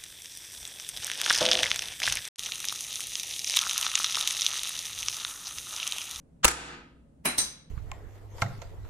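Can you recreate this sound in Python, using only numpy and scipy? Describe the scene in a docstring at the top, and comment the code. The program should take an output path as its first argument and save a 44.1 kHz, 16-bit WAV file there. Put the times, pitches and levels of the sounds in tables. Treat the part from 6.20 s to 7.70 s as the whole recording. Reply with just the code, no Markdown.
"""Indoors, stereo, over faint ventilation rumble: a crown cap is levered off a glass bottle close to the microphones.
A soft, dull noise rises quickly, then gas bursts through the resonant neck while the crimps snap; a geared plastic
wall opener knocks, thumps and clacks. The limiter ducks the pop; its room echo stays nearly level during recovery.
Farther off, the cap lands twice on a hard floor: noise clicks and thuds, beating steel modes and a faint low hum."""
import sys
import numpy as np
from scipy import signal
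from scipy.fft import rfft, irfft
from scipy.io import wavfile
from scipy.ndimage import uniform_filter1d, minimum_filter1d

SR = 44100
rng = np.random.default_rng(int(sys.argv[2]) if len(sys.argv) > 2 else 0)


def waveform_to_disk(signal):
    """Save audio, clipped to [-1, 1], as 16-bit WAV at the path in sys.argv[1]."""
    frames = np.transpose(np.atleast_2d(signal))
    scaled = np.clip(frames, -1, 1) * 32767
    samples = np.round(scaled).astype(np.int16)
    wavfile.write(sys.argv[1], SR, samples)


N = 66150

# Ventilation rumble: relative spectrum [f/Hz, level/dB per Hz]
RUMBLE_SPECTRUM = [(20, -6.5), (40, -11), (62, 2.5), (95, -12), (155, 0), (200, -6), (270, -6), (350, -19),
                   (550, -16), (850, -29), (2000, -40), (5000, -48.5), (9500, -43.5), (12500, -58.5),
                   (16000, -58.5)]
# Left-right likeness of the rumble [f/Hz, likeness -1..1]
RUMBLE_LIKENESS = [(30, 0.43), (70, 1), (150, 1), (300, 0.68), (700, 0), (2000, 0), (12000, 0.061)]
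# Reverberation time of the room [f/Hz, t60/s]
ROOM_T60 = [(60, 0.47), (200, 0.58), (500, 0.5472), (1300, 0.5464), (3500, 0.5203), (7000, 0.3773),
            (11000, 0.29), (12300, 0.11), (16000, 0.36)]
# Left-right likeness of the reflections, clipped to -1..1 when used [f/Hz, likeness]
ROOM_LIKENESS = [(60, 0.981), (290, 1), (640, 0.72), (1400, 0.027), (3100, -1.1), (7000, 0.3), (10800, 0),
                 (12000, 0.38), (15000, -0.8)]
# Colour of the reflections [f/Hz, relative level/dB]
ROOM_TONE = [(100, -5.5), (300, 0), (700, -3), (1500, 0.5), (5000, 1), (11000, 1), (12300, -9.5),
             (14000, -12.5), (16000, -14)]
# Standing waves of the room, lowest first [f/Hz, level/dB, t60/s]
STANDING_WAVES = [(62.9, -21.5, 0.52), (151, -31.5, 0.72), (283.4, -37, 0.87), (345.8, -38.5, 0.93),
                  (485, -32.5, 0.7), (1260, -38.5, 0.74)]
# Cap landings [t/s, click level/dB, thud level/dB, ring level/dB, edge-on share 0..1, ring roughness 0..1]
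LANDINGS = [(1.0553, -30, -22.5, -26.5, 0, 0.38), (1.183, -20.5, -33, -25, 0.96, 0.2)]
# Ringing modes of the cap [f/Hz, level landing flat/dB, level landing on edge/dB, t60/s]
CAP_MODES = [(1935, -15, -32, 0.13), (3920, -23, -2, 0.089), (3970, -7, -11.5, 0.264),
             (4048, -11.5, -20.5, 0.376), (5749, -35, -16, 0.28), (6120, -28.5, -4.5, 0.206),
             (6316, -27.5, -11, 0.191), (8620, -5.5, -13, 0.2), (8717, -14, 1, 0.145),
             (8775, -5.5, -12, 0.184), (11154, 0, -14.5, 0.137), (11056, -0.5, -37, 0.123)]
# Steel click on the floor: relative spectrum [f/Hz, level/dB per Hz]
CLICK_SPECTRUM = [(300, 0), (2000, -11.5), (3300, -1.5), (4500, 4), (6200, 8.5), (7200, -6.5), (8500, 9.5),
                  (9400, -1), (10400, 6.5), (11400, -4.5), (12500, -1.5), (13800, 8), (16000, -13)]
# Thud of the floor: relative spectrum [f/Hz, level/dB per Hz]
THUD_SPECTRUM = [(60, -34.5), (120, -4), (190, 2), (300, -1.5), (500, -6.5), (800, 1), (1400, -2),
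                 (2500, -1), (3400, -10), (4500, -19), (9000, -14.5)]
# Left-right likeness of the landings, clipped to -1..1 when used [f/Hz, likeness]
FLOOR_LIKENESS = [(200, 0.963), (600, 0.74), (1500, -0.55), (3500, 0.443), (8000, 0.176), (11000, 0.36),
                  (12200, -1.83), (15000, 0.89)]
# Left-right likeness of the close sounds [f/Hz, likeness -1..1]
NEAR_LIKENESS = [(100, 1), (600, .88), (1500, 0.42), (3300, 0.74), (7000, 0), (10800, -0.19), (12200, -.95),
                 (15000, -.2)]
# Gear clacks in the opener [t/s, level/dB, decay/s]
GEAR_CLACKS = [(0.281, 2.5, 0.0028), (0.2859, -6, 0.0033), (0.291, -17.5, 0.0013), (0.3078, -15.5, 0.0031),
               (0.3144, -14, 0.0044)]
# Plastic of the gears: relative spectrum [f/Hz, level/dB per Hz]
PLASTIC_SPECTRUM = [(100, -16.5), (600, -14.5), (1400, -2.5), (3000, -9), (5000, -10.5), (7800, -6),
                    (10500, -10.5), (16000, -26.5)]
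# Crimps slipping over the lip [t/s, level relative to SNAP_DB/dB]
CRIMP_SNAPS = [(0.2453, -12), (0.2475, 4), (0.2522, -2.5), (0.2528, 9.5)]
# Snapping crimps: relative spectrum [f/Hz, level/dB per Hz]
SNAP_SPECTRUM = [(200, -22.5), (1300, -1.5), (3500, 8), (7000, 1), (11000, -5.5), (16000, -4)]
# Soft, dull noise rising before the pop: relative spectrum [f/Hz, level/dB per Hz]
RISE_SPECTRUM = [(100, -15), (600, -17), (1400, 0), (2200, -11.5), (3100, -5.5), (5000, -11), (7500, -10),
                 (10000, -38)]
# Gas burst: relative spectrum [f/Hz, level/dB per Hz]
GAS_SPECTRUM = [(60, -16.5), (170, -9), (280, -5.5), (460, -4), (800, -4.5), (1500, -3), (2200, -8.5),
                (3500, -10.5), (5400, -10.5), (7500, -6), (11000, -9.5), (12700, -15), (13800, -20.5),
                (15500, -19)]
# Resonances of neck and opener [f/Hz, width/Hz, boost/dB]
NECK_RESONANCES = [(789, 64, 4), (954, 91, 4), (1230, 65, 8), (1337.3, 50, 7), (1526, 55, 4.5),
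                   (1737, 45, 5.5), (1959, 60, 3.5), (2750, 440, 5), (4647, 130, 3), (6862, 200, 4.5),
                   (7960, 140, 4)]

RUMBLE_DB = -57
POP_ROOM_DB, FLOOR_ROOM_DB, RING_ROOM_DB = -15, -4, -5.5  # sends to the room
HUM_DB, HUM_T60_S = -50, 0.45  # a faint 63 Hz hum at the time of each landing
RING_SPREAD = 0.555  # range of the random phase in each channel, in cycles
CLICK_DECAY_S, THUD_DECAY_S, FLOOR_DIRECT_DB = 0.00228, 0.003055, -2
SECOND_TAP_S, SECOND_TAP_DB, TAP_RISE_S = 0.0064, -2, 0.00265  # the other side of the rim slaps down
THUMP_S, THUMP_DB, THUMP_HZ, THUMP_DECAY_S = .2546, -6, 66, 0.011
KNOCK_DB, KNOCK_WIDTH_S, CLACK_RISE_S = 3, 0.00045, 0.00093
RISE_DB, RISE_TIME_S, RISE_CURVE = -19, .0155, 1.6
POP_S, POP_DB, POP_HOLD_S, POP_RELEASE_S = .2448, 6.5, 0.01067, 0.00096
SNAP_DB, SNAP_DECAY_S = 4, 0.00016
POP_LAG_S = .00009  # close sounds reach the right microphone first
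LIMIT_DB, LIMIT_HOLD_S, RECOVER_DB_PER_S = -10, 0.1084, 92
CEILING_DB, CUTOFF_HZ = -2.5, 15900


def amp(db):
    """Decibels to gain."""
    return 10 ** (np.asarray(db) / 20)


def read(points, hz):
    """A table read on a log-frequency axis."""
    f, value = np.transpose(points)
    return np.interp(np.log(hz + 1), np.log(f + 1), value)


def since(start):
    """Seconds since start, for every sample."""
    return np.arange(N) / SR - start


def decay(start, decay_s):
    """Sudden attack, exponential release."""
    t = since(start)
    return (t >= 0) * np.exp(-np.maximum(t, 0) / decay_s)


def tap(start, rise_s, decay_s):
    """Quick swell to a peak at start, then an exponential release."""
    t = since(start)
    return np.exp(np.minimum(t / rise_s, -t / decay_s))


def noise(likeness, lag_s=0):
    """Two channels of white noise with the given likeness; the left one may lag."""
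    a, b = rfft(rng.standard_normal((2, N)))
    hz = np.fft.rfftfreq(N, 1 / SR)
    alike = np.clip(read(likeness, hz), -1, 1)
    mid = a * np.sqrt((1 + alike) / 2)
    side = b * np.sqrt((1 - alike) / 2)
    left = (mid + side) * np.exp(-2j * np.pi * hz * lag_s)
    return irfft(np.array([left, mid - side]), N)


def colour(x, spectrum, peaks=(), size=8192):
    """Causal filter of unit energy: a broad spectrum with resonances on top."""
    hz = abs(np.fft.fftfreq(size, 1 / SR))
    db = read(spectrum, hz)
    for f, width, boost in peaks:
        db = db + boost / (1 + (2 * (hz - f) / width) ** 2)
    # minimum phase, so that nothing sounds ahead of the source
    response = np.exp(np.conj(signal.hilbert(np.log(amp(db)))))
    taps = np.fft.ifft(response).real[:size // 2]
    return signal.fftconvolve(x, taps[None] / np.linalg.norm(taps), axes=1)[:, :N]


def rumble():
    """Ventilation: steady stereo noise, weighted to the bass."""
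    return amp(RUMBLE_DB) * colour(noise(RUMBLE_LIKENESS), RUMBLE_SPECTRUM)


def reflect(x, early_db, early_t60):
    """Quick reflections from nearby surfaces, and a tail that dies at its own rate in each band."""
    hz, t, bands = signal.stft(noise(ROOM_LIKENESS), SR, nperseg=256)
    fade = np.exp(-np.log(1000) * t / read(ROOM_T60, hz)[:, None])
    tail = signal.istft(bands * fade, SR)[1][:, :N]
    early = noise(ROOM_LIKENESS) * decay(0, early_t60 / np.log(1000))
    response = tail / np.linalg.norm(tail[0]) + amp(early_db) * early / np.linalg.norm(early[0])
    response *= 1 - decay(0, 0.0011)  # the reflections build up over the first milliseconds
    return signal.fftconvolve(x, colour(response, ROOM_TONE), axes=1)[:, :N]


def room(source, early_db, early_t60, count=4):
    """A source sounds a little different in each direction, and each direction has its own reflections."""
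    return sum(reflect(source(), early_db, early_t60) for _ in range(count)) / np.sqrt(count)


def ring(start, hz, db, t60):
    """One dying mode."""
    t = np.maximum(since(start), 0)
    return amp(db) * np.exp(-np.log(1000) * t / t60) * np.sin(2 * np.pi * hz * t)


def standing_waves():
    """Room modes ring on as decaying sines from the moment of the opener's thump."""
    return sum(ring(THUMP_S, *mode) for mode in STANDING_WAVES)


def low_hum():
    """A faint 63 Hz hum, a decaying sine, comes in at the time of each landing."""
    hum_hz = STANDING_WAVES[0][0]
    return sum(ring(s, hum_hz, HUM_DB, HUM_T60_S) for s, *_ in LANDINGS)


def cap_ring():
    """Each landing strikes the cap's close, beating modes anew; tumbling makes them waver and roughen."""
    out = np.zeros((2, N))
    for s, _, _, ring_db, edge, rough in LANDINGS:
        t = np.maximum(since(s), 0)
        edge, rough = np.clip(edge, 0, 1), np.clip(rough, 0, 1)
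        for hz, flat_db, edge_db, t60 in CAP_MODES:
            mode_db = ring_db + flat_db + edge * (edge_db - flat_db)
            level = amp(mode_db) * decay(s, t60 / np.log(1000))
            # a steady part plus slow random changes of level and phase
            a, b = uniform_filter1d(rng.standard_normal((2, N)), size=260)
            tumble = np.sqrt(1 - rough) + np.sqrt(rough / 2) * (a + 1j * b) / a.std()
            channel_phase = np.exp(2j * np.pi * RING_SPREAD * rng.random((2, 1)))
            out += (channel_phase * (level * tumble * np.exp(2j * np.pi * hz * t))).imag
    return out


def landings():
    """Each landing of the cap is a double steel click with a double thud of the floor, both shaped noise."""
    click, thud = np.zeros((2, N))
    for s, click_db, thud_db, *_ in LANDINGS:
        for at, db in [(s, 0), (s + SECOND_TAP_S, SECOND_TAP_DB)]:
            click += amp(click_db + db) * tap(at, TAP_RISE_S, CLICK_DECAY_S)
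            thud += amp(thud_db + db) * tap(at, TAP_RISE_S, THUD_DECAY_S)
    steel = colour(click * noise(FLOOR_LIKENESS), CLICK_SPECTRUM)
    floor = colour(thud * noise(FLOOR_LIKENESS), THUD_SPECTRUM)
    return steel + floor


def opener():
    """The freed lever knocks the plate against the wall with a low thump; the plastic gears clack."""
    t = since(THUMP_S)
    knock = amp(KNOCK_DB) * np.exp(-.5 * (t / KNOCK_WIDTH_S) ** 2)
    thump = amp(THUMP_DB) * decay(THUMP_S, THUMP_DECAY_S) * np.sin(2 * np.pi * THUMP_HZ * t)
    clacks = sum(amp(db) * tap(s, CLACK_RISE_S, decay_s) for s, db, decay_s in GEAR_CLACKS)
    gears = colour(clacks * noise(NEAR_LIKENESS, POP_LAG_S), PLASTIC_SPECTRUM)
    return knock + thump + gears


def pop():
    """A soft, dull noise rises quickly; then gas bursts through the neck and the crimps snap over the lip."""
    t = since(POP_S)
    rise = amp(RISE_DB) * np.clip(1 + t / RISE_TIME_S, 0, 1) ** RISE_CURVE * (t < 0)
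    burst = amp(POP_DB) * (t >= 0) * np.exp(-np.maximum(t - POP_HOLD_S, 0) / POP_RELEASE_S)
    snaps = amp(SNAP_DB) * sum(amp(db) * decay(s, SNAP_DECAY_S) for s, db in CRIMP_SNAPS)
    parts = [(rise, RISE_SPECTRUM), (burst, GAS_SPECTRUM), (snaps, SNAP_SPECTRUM)]
    return sum(colour(level * noise(NEAR_LIKENESS, POP_LAG_S), spectrum, NECK_RESONANCES)
               for level, spectrum in parts)


def bottle():
    """Everything that sounds at the opener."""
    return pop() + opener()


def scene():
    """Near pop and distant cap in one room, over a faint rumble."""
    steel = cap_ring()
    echo = amp(POP_ROOM_DB) * room(bottle, early_db=-4.0, early_t60=0.27)
    echo += amp(FLOOR_ROOM_DB) * room(landings, early_db=4.0, early_t60=0.2705)
    echo += amp(RING_ROOM_DB) * reflect(steel, early_db=3, early_t60=0.0895)
    floor = amp(FLOOR_DIRECT_DB) * landings()
    return rumble() + standing_waves() + low_hum() + echo + steel + floor + bottle()


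def record(dry):
    """A look-ahead limiter ducks the pop, holds and recovers; peaks are rounded off; then the band limit."""
    power = uniform_filter1d((dry ** 2).mean(0), size=130)
    over_db = np.maximum(10 * np.log10(abs(power) + 1e-12) - LIMIT_DB, 0)
    half = int(LIMIT_HOLD_S * SR / 2)
    held_db = -minimum_filter1d(-over_db, 2 * half + 1, origin=half)
    # after the hold, the ducking may fall no faster than the recovery rate
    fall_db = since(0) * RECOVER_DB_PER_S
    duck_db = np.maximum.accumulate(held_db + fall_db) - fall_db
    duck_db = uniform_filter1d(duck_db, size=50)
    rounded = amp(CEILING_DB) * np.tanh(dry * amp(-duck_db - CEILING_DB))
    lowpass = signal.firwin(511, CUTOFF_HZ, window=("kaiser", 9), fs=SR)
    return signal.oaconvolve(rounded, lowpass[None], "same")


dry = scene()
out = record(dry)
waveform_to_disk(out)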